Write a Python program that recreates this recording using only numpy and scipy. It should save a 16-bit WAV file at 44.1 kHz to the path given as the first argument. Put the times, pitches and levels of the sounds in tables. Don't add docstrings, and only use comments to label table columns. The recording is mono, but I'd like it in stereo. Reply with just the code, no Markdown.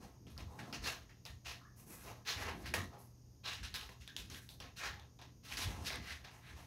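import sys
import numpy as np
from scipy import signal
from scipy.fft import rfft, irfft
from scipy.io import wavfile
from scipy.ndimage import uniform_filter1d

SR = 44100
rng = np.random.default_rng(int(sys.argv[2]) if len(sys.argv) > 2 else 0)


def master(y):
    cut = np.clip(np.atleast_2d(y).T, -1, 1)
    pcm = np.round(cut * 32767)
    wavfile.write(sys.argv[1], SR, pcm.astype(np.int16))


def elevation(decibels):
    levels = np.asarray(decibels, float)
    return 10 ** (levels / 20)


N = 293823

# t/s, hold/s, level/dB, cloth and chest part/dB rel, thin hiss/dB rel
SLIDES = [(.268, 0.05, -63.5, -4, -12), (.378, 0.037, -53.5, -1, -12.5), (.727, 0.018, -41.5, -9, -17.5),
          (1.253, 0.03, -53, -5.5, -9.5), (1.456, 0.057, -44.5, -8, -14.5), (2.658, 0.0057, -48, -14, -8.5),
          (2.738, 0.0014, -36, 0, -5.5), (3.47, 0.062, -41.5, -13, -15.5), (3.63, 0.026, -43, -14.5, -16),
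          (3.741, 0.021, -40, -12, -10.5), (3.811, 0.025, -51.5, -5, -11), (3.891, 0.031, -60, 1, -8),
          (4.076, 0.0051, -52.5, -16, -15), (4.164, 0.039, -48, -14, -9.5), (4.3, 0.038, -51, -11.5, -12.5),
          (4.601, 0.017, -48.5, -4.5, -16.5), (5.189, 0.028, -60, 2, -23), (5.215, 0.013, -54.5, -3, -15.5),
          (5.57, 0.069, -39, -12, -10)]
# t/s, swell/s,
# level/dB, cloth and chest part/dB rel, thin hiss/dB rel
SNORTS = [(.585, 0.0067, -48.5, -6, -16), (1.091, 0.0038, -61.5, -6, -15), (.83, 0.052, -42, -20, -27),
          (2.35, 0.081, -44, 0.5, -12), (2.44, 0.045, -45.5, 5.5, -17), (2.635, 0.035, -49.5, -8, -20),
          (2.74, 0.045, -49.5, -16, -32), (4.31, 0.064, -59, -6, -0.5), (4.63, 0.022, -58.5, 0, -27),
          (4.79, 0.07, -38.5, -6, -16), (4.96, 0.042, -61.5, 3, -17), (5.63, 0.09, -51.5, 2, -6.5),
          (5.87, 0.081, -47, -2.5, -22), (6.01, 0.11, -46.5, -10, -12), (6.238, 0.011, -51.5, -4, -16.5),
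          (6.41, 0.1, -55.5, -5.5, -12)]
# t/s, swell/s, level/dB, cloth and chest part/dB rel, thin hiss/dB rel
SNIFFS = [(.775, 0.064, -51, -10, -22), (.815, 0.059, -37.5, -3.5, -10), (1.444, 0.008, -50, -10, -14),
          (2.247, 0.047, -34, -10.5, -14), (3.432, 0.027, -40.5, -8.5, -18),
          (3.99, 0.029, -55.5, -25, -12.5), (4.489, 0.017, -61, -2.5, 2), (4.755, 0.031, -44.5, -21, -12),
          (5.425, 0.035, -52, -13, -8.5), (5.45, 0.086, -41, -13, -13), (5.835, 0.041, -36, -17, -12)]
# t/s, swell/s, level/dB, cloth and chest part/dB rel, thin hiss/dB rel
RUSTLES = [(0.0, 0.042, -62, 9, -3), (.33, 0.052, -76, 1, 1), (.46, 0.15, -69.5, 17.5, 0),
           (.64, 0.048, -63, 10.5, -6), (1.58, 0.035, -85, 14, -18), (1.76, 0.044, -68.5, 6.5, 9),
           (1.86, 0.082, -61, 4.5, 8), (1.95, 0.13, -60.5, -12, 2), (2.03, 0.064, -56, 7, -27),
           (2.54, 0.074, -64.5, 1, -3), (2.59, 0.034, -60.5, 6.5, -5), (2.9, 0.05, -64.5, 13.5, -10),
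           (2.98, 0.024, -74.5, -10, 13.5), (4.4, 0.03, -69, -9, 4), (5.71, 0.12, -58, 9, -5),
           (6.17, 0.043, -67, 0, -13), (6.3, 0.058, -64, 3, -3.5), (6.55, 0.055, -59.5, 2.5, -6.5)]
# curve of the swell, fall/dB per s, open-snout part/dB rel, left-right/dB
SLIDE_SHAPE = (0.03, 235, -5.5, 0.5)
SNORT_SHAPE = (0.74, 211, 2.4, 0.84)
SNIFF_SHAPE = (1.28, 202, -6.5, 1.7)
RUSTLE_SHAPE = (0.53, 170, 0.41, 0.72)
# level/dB, cloth/dB rel, open snout/dB rel, hiss/dB rel, left-right/dB
STILL = (-86, 5.5, -17, -1.5, 6)
# f/Hz, level/dB per Hz
AIR = [(180, -28), (300, -12), (520, -9.5), (720, -5.5), (1200, -2.5), (1930, -3.5), (4160, -3.5),
       (7820, -8.5), (16000, -13.5)]
CAVITIES_HZ = [255, 428, 496, 682, 821, 1022, 1299, 1620, 1720, 1975, 2510, 2728, 3990, 3745, 4110, 4290,
               6020]
# t/s, length/s, f/Hz, width/Hz,
# level/dB
WHISTLES = [(.3, .04, 11000, 7000, -63), (.84, .055, 4200, 800, -45), (1.28, .043, 1840, 110, -64),
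            (1.61, .093, 1200, 300, -62), (1.648, .065, 1700, 200, -64), (1.77, .06, 10000, 8000, -64),
            (2.283, .03, 4100, 900, -43), (2.62, .02, 7000, 5000, -62), (2.745, .075, 1850, 250, -45),
            (4.492, .06, 4100, 1300, -59), (2.742, .08, 1250, 300, -47), (2.742, .07, 2380, 250, -51),
            (3.457, .035, 4000, 600, -45), (3.743, .02, 4050, 500, -45), (.848, .03, 1740, 120, -52),
            (.366, .008, 1200, 600, -58), (6.09, .06, 1950, 400, -54), (1.092, .03, 2000, 500, -63),
            (4.077, .07, 1650, 250, -59)]
# t/s, peak level/dB, ring f/Hz, left-right/dB, dull part/dB rel
HOOVES = [
    (0.0544, -61, 1620, 6, 3),
    (0.2678, -53, 3220, -5, 4),
    (0.378, -44, 4940, 15, -11),
    (0.7267, -38, 4850, -2, -3),
    (1.2526, -46, 5160, 19, -9),
    (2.7382, -32, 1700, -14, 0),
    (2.7399, -23, 1850, 1, -2),
    (3.8911, -45, 1820, -11, 0),
    (5.903, -32.5, 2220, -5, -1),
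]
# t/s, peak level/dB, ring f/Hz, left-right/dB
CLAWS = [(1.2627, -44, 4000, -16), (1.4576, -52, 2160, -1), (2.659, -39, 1610, 10), (3.637, -47, 4530, -7),
         (3.741, -32.5, 4130, 3), (3.8118, -39, 3300, -2), (4.0762, -42.5, 3560, -16.5),
         (4.1645, -31, 3640, -14), (4.3004, -44, 6170, 14), (4.346, -46, 3450, -18),
         (4.4902, -43, 4000, 11.5), (4.602, -36, 3700, -1), (4.9965, -49, 3730, -15),
         (5.189, -63, 3670, -27), (5.2143, -53, 3850, -20), (5.524, -33, 2440, -1), (5.571, -33, 4520, 6),
         (5.957, -39, 8950, -14)]
# t/s, peak level/dB, f/Hz
THUDS = [(0.411, -36.5, 92.4), (0.445, -43, 91), (0.789, -38, 49.4), (1.011, -48, 54.6), (1.296, -41.5, 64),
         (1.33, -48, 90), (1.467, -46, 68.5), (2.087, -47, 107), (2.415, -51, 58), (2.503, -40, 79.5),
         (2.633, -40.5, 76.7), (2.777, -32, 91.9), (3.029, -61, 64.6), (3.613, -36, 57.5),
         (3.85, -42, 60.4), (3.997, -43, 65.4), (4.192, -42, 52), (4.282, -50, 89), (4.884, -58, 46),
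         (4.894, -51, 102), (5.534, -43, 51.7), (5.654, -34, 98.5), (5.69, -38, 61.7), (5.7, -43, 171),
         (6.111, -42.5, 73), (6.525, -47.5, 76)]
# t/s, boom level/dB, knock level/dB
SHIFTS = [(0.0, -59, -52.5), (0.279, -77, -53.5), (0.432, -46.5, -55.5), (.63, -77, -49.5),
          (.73, -62, -49.5), (.84, -51.5, -50.5), (1.32, -55.5, -74), (1.91, -68, -55.5), (2.1, -57, -58.5),
          (2.42, -44.5, -56), (2.58, -55, -46.5), (2.67, -49, -72), (2.75, -60, -48.5), (2.8, -46.5, -44.5),
          (3.0, -68, -72), (3.62, -48.5, -62.5), (3.76, -50.5, -63.5), (4.2, -64, -56), (4.34, -51, -55.5),
          (4.64, -57.5, -58), (4.93, -49, -78), (5.27, -76, -62), (5.58, -67, -56), (5.69, -41, -50.5),
          (5.82, -48, -49), (5.99, -46.5, -50), (6.15, -60, -76), (6.55, -52.5, -59.5)]
# f/Hz, T60/s
ROOM_T60 = [(300, 0.26), (1000, 0.23), (3000, 0.24), (7000, 0.057), (14000, 0.028)]
# f/Hz, level/dB
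MIC = [(20, -34), (50, -2.5), (90, 1.5), (6800, -1), (7200, -8), (13000, -4.5), (13600, -13.5),
       (15750, -11), (15900, -62)]
# f/Hz, left-right/dB
PORT_BALANCE = [(60, -0.5), (500, -3.5), (1290, 1.5), (2380, -0.5), (4400, 1.5), (8000, -2), (15000, 4.5)]
# f/Hz, left-right likeness (1 = same)
LIKENESS = [(60, 1), (130, 0.85), (290, 0.99), (640, 0.69), (1410, 0.16), (3100, 0.0026), (6820, 0.049),
            (15000, 0.46)]
# f/Hz, level/dB per Hz
FLOOR = [(18, -34), (35, -8), (65, -2), (100, -5.5), (180, -7), (300, -19.5), (450, -21), (4400, -58),
         (9680, -120)]
# f/Hz, level/dB per Hz
HISS = [(4300, -10), (4750, 1), (6850, 4), (7200, -54), (8500, -9), (10500, -17), (13000, -7), (15500, -21)]

EDGES = 150 * 2 ** np.arange(0, 6.9, .4)
STEP = 32
LOWS_LINGER_DB_PER_S, TAIL_LEFT_DB_PER_S = 27, 52
SHIFT_RISE_DB_PER_S, SHIFT_FALL_DB_PER_S = 151, 138
REST_BOOM_DB, REST_KNOCK_DB = -65.5, -69
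CLAW_DULL_DB, HOOF_ECHO_DB = -35, -5.5
HUM_HZ, HUM_DB, FLOOR_DB, HISS_DB = 120, -64, -59, -73
DIRECT_SHARE, DIRECT_FROM_HZ = .3, 1000
RIGHT_LAG, LEFT_LAG = 17, 6


def snuffle(patchy_db=1.4, grain_db=1.3, streak_db=-4):
    level_db, cloth_db, open_db, hiss_db, pan_db = moves()
    flutter = grain_db * (.6 * drift(40.0) + drift(220.0))

    def gain_db_at(hz):
        low_share = np.clip(np.log2(1500 / hz) * 1.8, 0, 1)
        high_share = np.clip(np.log2(hz / 4500), 0, 1)
        open_share = np.clip(1 - 1.32 * abs(np.log2(hz / 1800)), 0, 1)
        colour = open_share * (open_db + 5) + low_share * (cloth_db + 5.0) + high_share * (hiss_db + 12.5)
        return colour + flutter + patchy_db * drift(5.3)

    air = stereo_bands(AIR, gain_db_at)
    streaks = 0
    for hz in CAVITIES_HZ:
        streaks = streaks + elevation(3.0 * drift(5.0) - 2) * resonate(air, hz, 30 + 0.01 * hz)
    return elevation(level_db - 1.0) * pan(pan_db) * (0.71 * air + elevation(streak_db) * streaks)


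def moves():
    t = np.arange(N // STEP + 2) * STEP / SR
    still_db, *colour_db, still_pan_db = STILL
    total = elevation(still_db) ** 2 * np.ones(len(t))
    parts = total * elevation(np.array(colour_db)[:, None]) ** 2
    side = total * still_pan_db
    kinds = ((SLIDES, SLIDE_SHAPE), (SNORTS, SNORT_SHAPE), (SNIFFS, SNIFF_SHAPE), (RUSTLES, RUSTLE_SHAPE))
    for rows, (curve, fall, open_db, pan_db) in kinds:
        for s, length_s, db, cloth_db, hiss_db in rows:
            after = np.maximum(t - s - length_s, 0)
            swell = np.clip((t - s) / length_s, 0, 1) ** curve * (t > s)
            power = (swell * elevation(db - fall * after)) ** 2
            cloth = cloth_db + LOWS_LINGER_DB_PER_S * after
            total = total + power
            parts = parts + power * elevation(np.array([cloth, open_db + 0 * t, hiss_db + 0 * t])) ** 2
            side = side + power * (pan_db + TAIL_LEFT_DB_PER_S * after)
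    total, side, *parts = uniform_filter1d([total, side, *parts], size=3, origin=1)
    level_db, parts_db = 10 * np.log10(total), 10 * np.log10(parts / total)
    return [smooth_up(c) for c in (level_db, *parts_db, side / total)]


def whistles():
    out = np.zeros((2, N))
    puffs = rng.standard_normal((len(WHISTLES), 2, 12000))
    for (s, length_s, hz, width_hz, db), air in zip(WHISTLES, puffs):
        tone = rms_one(resonate(resonate(air, hz, width_hz), hz, width_hz))
        t, at = np.arange(12000) / SR / length_s, round(s * SR)
        out[:, at:at + 12000] += elevation(db) * tone * np.clip(42.0 * t, 0, 1) * np.exp(-t ** 2)
    return out


def ticks(crack_db=-7.0, dull_s=0.0077):
    out, t = np.zeros((2, N)), np.arange(900) / SR
    rows = HOOVES + [(*row, CLAW_DULL_DB) for row in CLAWS]
    for (s, db, hz, pan_db, dull_db), grit in zip(rows, rng.standard_normal((len(rows), 900))):
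        ring = .65 * np.sin(2 * np.pi * hz * t) * (t / .0006) ** 4 * np.exp(4 - t / .00015)
        crack = grit * np.exp(-t / .0015) * np.clip(t / .0007, 0, 1)
        crack = elevation(crack_db) * band(crack, 1200, min(4 * hz, 15000), order=1)
        knock = grit * np.exp(-t / dull_s) * np.clip(t / 0.00071, 0, 1)
        knock = elevation(dull_db - 3.5) * band(knock, 410, 1200)
        at = round(s * SR)
        out[:, at:at + 900] += elevation(db + 7.5) * pan(pan_db)[:, None] * (ring + crack + knock)
    return out


def boards(rise_s=0.0056, fall_s=0.036):
    boom_db, knock_db = weight()
    boom, knock = rng.standard_normal((2, 2, N))
    out = elevation(boom_db - 1) * rms_one(band(boom.sum(0) + .7 * boom, 45, 88))
    out = out + elevation(knock_db - 4.0) * rms_one(band(knock.sum(0) + .5 * knock, 126, 303))
    t = np.arange(int(.3 * SR)) / SR
    envelope = (1 - np.exp(-t / rise_s)) * np.exp(-t / fall_s)
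    for (s, db, hz), shift in zip(THUDS, rng.normal(0, 0.057, len(THUDS))):
        swing = np.sin(2 * np.pi * hz * t + shift * np.array([[1], [-1]])) * envelope
        at = round(s * SR)
        out[:, at:at + len(t)] += elevation(db - 3.0) * swing[:, :N - at]
    return out


def weight():
    t = np.arange(N // STEP + 2) * STEP / SR
    power = elevation(np.array([[REST_BOOM_DB], [REST_KNOCK_DB]])) ** 2
    for s, *db in SHIFTS:
        away_db = np.maximum(SHIFT_RISE_DB_PER_S * (s - t), SHIFT_FALL_DB_PER_S * (t - s))
        power = power + elevation(np.array(db)[:, None] - away_db) ** 2
    return [smooth_up(c) for c in 10 * np.log10(power)]


def room(x):
    t = np.arange(int(.6 * SR)) / SR
    white = rng.standard_normal((2, len(t))) * np.clip((t - .002) / 0.00011, 0, 1)
    tail = 0
    for low, high in zip(EDGES[::2], EDGES[2::2]):
        t60 = at_hz(ROOM_T60, np.sqrt(low * high))
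        tail = tail + band(white, low, high) * elevation(-60 * t / t60)
    tail = tail / np.sqrt(np.sum(tail ** 2) / 2)
    return signal.fftconvolve(x.mean(0, keepdims=True), tail, axes=1)[:, :N]


def arrive(x):
    return np.array([x[0], np.roll(x[1], RIGHT_LAG)])


def microphone(x):
    hz = np.maximum(np.fft.rfftfreq(N, 1 / SR), 1)
    return irfft(rfft(x) * elevation(at_hz(MIC, hz)) * pan(at_hz(PORT_BALANCE, hz)), N)


def background():
    hum_gain = np.sqrt(2) * elevation(HUM_DB + 2.0 * drift(3.6))
    hum = hum_gain * np.sin(2 * np.pi * HUM_HZ * np.arange(N) / SR)
    return hum + elevation(FLOOR_DB - 7.0) * steady_noise(FLOOR) + elevation(HISS_DB) * steady_noise(HISS)


def steady_noise(spectrum):
    hz = np.maximum(np.fft.rfftfreq(N, 1 / SR), 1)
    mid, side = rfft(rng.standard_normal((2, N)))
    gain = elevation(at_hz(spectrum, hz)) * (hz < spectrum[-1][0])
    return rms_one(irfft(gain * spread(mid, side, np.clip(at_hz(LIKENESS, hz), -1, 1)), N))


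def stereo_bands(spectrum, gain_db_at):
    out, power, white = 0, 0, rng.standard_normal((2, 2, N))
    for k, (low, high) in enumerate(zip(EDGES, EDGES[1:])):
        hz = np.sqrt(low * high)
        mid, side = band(white[k % 2], low, high)
        gain = elevation(at_hz(spectrum, hz))
        if hz < DIRECT_FROM_HZ:
            pair = spread(mid, side, np.clip(at_hz(LIKENESS, hz), -1, 1))
        else:
            pair = arrive(spread(mid, side, DIRECT_SHARE))
        out = out + gain * elevation(gain_db_at(hz)) * pair
        power += gain ** 2 * (high - low) * 2 / SR
    return out / np.sqrt(power)


def spread(mid, side, alike):
    return np.sqrt(1 + alike) * mid + np.sqrt(1 - alike) * side * [[1], [-1]]


def drift(rate):
    r = np.exp(-80 * np.pi * rate / SR)
    slow = signal.lfilter([1], [1, -2 * r, r * r], rng.standard_normal(N // 40 + 2002))[2000:]
    return np.interp(np.arange(N) / 40, np.arange(len(slow)), rms_one(slow))


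def resonate(x, hz, width_hz):
    r = np.exp(-np.pi * width_hz / SR)
    poles = [1, -2 * r * np.cos(2 * np.pi * hz / SR), r * r]
    return signal.lfilter(np.array([1, 0, -1]) * (1 - r * r) / 2, poles, x)


def band(x, low_hz, high_hz, order=2):
    return signal.sosfilt(signal.butter(order, [low_hz, high_hz], "band", fs=SR, output="sos"), x)


def pan(db):
    return elevation(np.array([db / 2, -db / 2]))


def at_hz(points, hz):
    table_hz, values = np.array(points).T
    return np.interp(np.log(hz), np.log(table_hz), values)


def smooth_up(curve):
    return np.interp(np.arange(N) / STEP, np.arange(len(curve)), curve)


def rms_one(x):
    return x / np.sqrt(np.mean(x ** 2) + 1e-20)


def scene():
    air = snuffle() + whistles()
    hoof = arrive(ticks())
    left, right = boards()
    floor = np.array([elevation(0.9) * np.roll(left, LEFT_LAG), right])
    echo = room(elevation(-8.0) * air + elevation(HOOF_ECHO_DB) * hoof)
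    return microphone(air + hoof + echo + floor) + background()


def low_pass(x):
    return signal.sosfilt(signal.butter(12, 16360, fs=SR, output="sos"), x)


def record(dry):
    return low_pass(dry)


dry = scene()
out = record(dry)
master(out)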